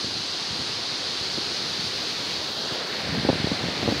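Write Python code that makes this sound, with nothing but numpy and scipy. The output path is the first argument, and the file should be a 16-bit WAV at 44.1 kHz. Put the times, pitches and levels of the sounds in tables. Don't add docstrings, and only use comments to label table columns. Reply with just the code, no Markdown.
import sys
import numpy as np
from scipy import signal
from scipy.fft import rfft, irfft
from scipy.io import wavfile

SR = 44100
rng = np.random.default_rng(int(sys.argv[2]) if len(sys.argv) > 2 else 0)


def pcm_store(signal):
    levels = np.round(np.clip(np.atleast_2d(signal), -1, 1) * 32767)
    wavfile.write(sys.argv[1], SR, levels.astype(np.int16).T)


N = 176400
TIME = np.arange(N) / SR
FREQS = np.maximum(np.arange(N // 2 + 1) * SR / N, 1)

# f/Hz, relative level/dB
FRICTION_SPECTRUM = [(2000, -20), (7000, -6), (13500, 0), (15500, 0)]
# t/s, level/dB
WIND_LEVEL = [(0, -44), (.17, -42.5), (.38, -50), (.53, -41.5), (.9, -44.5), (1.3, -45.5), (1.8, -43.5),
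              (2.4, -44.5), (2.95, -49), (3.06, -33.5), (3.15, -29), (3.21, -34), (3.29, -27.5),
              (3.34, -36), (3.41, -35), (3.52, -36), (3.555, -46), (3.62, -34), (3.75, -38), (3.91, -29),
              (4, -37)]
# f/Hz, relative level/dB
TURBULENCE_SPECTRUM = [(25, -8), (40, -6), (60, -6.5), (100, -2), (160, -1), (250, -3.5), (400, -12.5),
                       (700, -21), (1200, -30), (2500, -63)]
# t/s, relative level/dB, pulse bandwidth/Hz, number of pulses
EDDIES = [(0.0446, -23.5, 325, 1), (.153, -29, 150, 1), (.508, -25, 109, 1), (0.598, -31, 160, 1),
          (1.211, -26, 100, 1), (1.378, -23.5, 300, 3), (1.795, -26, 200, 1), (1.842, -27, 170, 1),
          (2.722, -25, 220, 1), (3.091, -19, 170, 1), (3.1455, -22, 430, 2), (3.1761, -22, 200, 1),
          (3.196, -21.5, 170, 1), (3.2509, -16.5, 420, 1), (3.2897, -7, 495, 3), (3.330, -15, 480, 1),
          (3.356, -19.5, 280, 1), (3.401, -18.5, 240, 1), (3.4438, -11.5, 200, 1), (3.4722, -16.5, 473, 1),
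          (3.5167, -16, 316, 2), (3.64, -19, 322, 1), (3.686, -20, 380, 1), (3.830, -19.5, 450, 1),
          (3.858, -19, 300, 1), (3.8782, -13, 500, 1), (3.8869, -14, 476, 2), (3.912, -21, 380, 1),
          (3.9229, -15, 400, 2)]
# f/Hz, relative level/dB
CUPPED_SPECTRUM = [(60, -13), (130, -20.5), (350, -5.5), (480, -8), (650, -11.5), (1100, -10.5),
                   (2400, -11), (3300, -6.5), (3800, -3), (4300, 0.5), (4900, -2), (5500, -10), (6300, -13),
                   (7400, -24.5), (8800, -26.5), (10500, -31.5), (11700, -39), (15700, -43)]
OPEN_SPECTRUM = [(60, -37), (150, -2), (450, -.5), (720, -2), (1000, -7), (1650, -6), (2250, -5.5),
                 (2900, -6.5), (3600, -4), (4250, -0.5), (4750, -4), (5300, -10), (6300, -16),
                 (7500, -25.5), (10000, -31.5), (11700, -36), (15700, -41)]
# t/s, fraction open (0 to 1)
HAND_OPENING = [(0, 0.0), (2.2, 0.2), (2.5, 0.4), (2.7, 0.6), (2.85, 0.95), (3.2, 0.6), (4, 1)]
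# t/s, half-width/s, f/Hz, half-width/octaves, gain/dB
FINGER_FILTERS = [(.2, 0.46, 1990, 0.51, -1.5), (.2, 1, 4900, 0.16, 0.5), (2.633, 0.16, 2200, 0.25, -9),
                  (2.82, 0.21, 464, 0.33, 3), (2.852, 0.12, 130, .9, -6), (3.194, 0.32, 1750, 0.24, 5.5),
                  (3.31, 0.23, 6200, .2, -5.5)]
# t/s, gain/dB
SURF_SWELL = [(0, 0), (.5, 0.5), (.8, 0.2), (1.3, .5), (1.7, 0.64), (2.3, 0.5), (2.57, -0.9), (2.73, 0.5),
              (2.85, -2), (3.0, -0.9), (3.2, -0.9), (3.38, -0.1), (3.6, -.5), (4, 0)]
# t/s, gain/dB
TREBLE_GAIN = [(0, -1), (1.15, -0.5), (1.45, 1), (2.55, 4.5), (2.8, -1), (2.9, 4), (3.3, -2.5), (4, 1.5)]


def from_db(db):
    return 10 ** (np.asarray(db) / 20)


def rms_one(x):
    return x / np.sqrt(np.mean(x ** 2) + 1e-20)


def bell(u):
    return np.exp(-np.minimum(u * u, 40))


def in_time(rows):
    return np.interp(TIME, *np.transpose(rows))


def response(spectrum):
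    hz, db = np.transpose(spectrum)
    return from_db(np.interp(np.log(FREQS), np.log(hz), db))


def coloured_noise(spectrum):
    return rms_one(irfft(rfft(rng.standard_normal(N)) * response(spectrum), N))


def drift(rate_hz):
    hop, settling = 40, 2000
    pole = np.exp(-2 * np.pi * rate_hz * hop / SR)
    noise = rng.standard_normal(N // hop + settling + 2)
    slow = signal.lfilter([1], [1, -2 * pole, pole * pole], noise)[settling:]
    return np.interp(np.arange(N) / hop, np.arange(len(slow)), rms_one(slow))


def bands(count):
    centres = np.geomspace(60, 15000, count)
    weights = [np.interp(np.log(FREQS), np.log(centres), row) for row in np.eye(count)]
    return zip(centres, weights)


def finger_rub(at_s=2.738, half_width_s=0.02, level_db=-56):
    return from_db(level_db) * bell((TIME - at_s) / half_width_s) * coloured_noise(FRICTION_SPECTRUM)


def wind(flutter_db=3, flutter_hz=31, pivot_hz=150):
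    wind_db = in_time(WIND_LEVEL)
    air = rfft(coloured_noise(TURBULENCE_SPECTRUM))
    tilt_db_per_octave = 0.12 * (wind_db - wind_db.mean())
    pressure = sum(irfft(air * band, N) * from_db(tilt_db_per_octave * np.log2(hz / pivot_hz))
                   for hz, band in bands(count=9))
    flutter = rms_one(from_db(flutter_db * np.clip(drift(flutter_hz), -2, 2)))
    return from_db(wind_db) * pressure * flutter


def buffets(gap_s=0.00495, jitter=0.28, loss_db=1.2, leak_hz=153):
    pressure = np.zeros(N)
    for (start_s, db, hz, count), chance in zip(EDDIES, rng.uniform(-1, 1, (len(EDDIES), 6))):
        polarity = np.sign(chance[-1])
        for k in range(count):
            at_s = start_s + gap_s * (k + jitter * chance[k] * (k > 0))
            pulse = bell(np.sqrt(2) * np.pi * hz * (TIME - at_s))
            pressure += polarity * from_db(db - loss_db * k) * pulse
    leak = signal.butter(1, leak_hz, "high", fs=SR, output="sos")
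    return 2 * signal.sosfilt(leak, pressure)


def foam(splashes_per_s=4000, spread_db=2.5, splash_share=0.2):
    sizes = from_db(spread_db * np.minimum(rng.exponential(1, N), 5))
    signs = rng.choice([-1, 1], N)
    splashes = rms_one(sizes * signs * (rng.random(N) < splashes_per_s / SR))
    return np.sqrt(splash_share) * splashes + np.sqrt(1 - splash_share) * rng.standard_normal(N)


def surf(level_db=-29, treble_from_hz=11000, flicker_db=0.67, flicker_hz=11):
    water = rfft(foam())
    cupped, bare = water * response(CUPPED_SPECTRUM), water * response(OPEN_SPECTRUM)
    opening, treble_db = in_time(HAND_OPENING), in_time(TREBLE_GAIN)
    fingers = [(db * bell((TIME - at_s) / half_width_s), centre_hz, octaves)
               for at_s, half_width_s, centre_hz, octaves, db in FINGER_FILTERS]
    pressure = np.zeros(N)
    for hz, band in bands(count=28):
        wash = (1 - opening) * irfft(cupped * band, N) + opening * irfft(bare * band, N)
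        fingers_db = sum(db * bell(np.log2(hz / centre_hz) / octaves)
                         for db, centre_hz, octaves in fingers)
        gain_db = fingers_db + treble_db * (hz > treble_from_hz) + flicker_db * drift(flicker_hz)
        pressure += wash * from_db(gain_db)
    return from_db(level_db + in_time(SURF_SWELL)) * rms_one(pressure)


def scene():
    return np.tile(surf() + wind() + buffets() + finger_rub(), (2, 1))


def record(dry, low_cut_hz=72, high_cut_hz=15720):
    high_pass = signal.butter(4, low_cut_hz, "high", fs=SR, output="sos")
    thinned = signal.sosfilt(high_pass, dry)
    return irfft(rfft(thinned) / (1 + (FREQS / high_cut_hz) ** 1000), N)


dry = scene()
out = record(dry)
pcm_store(out)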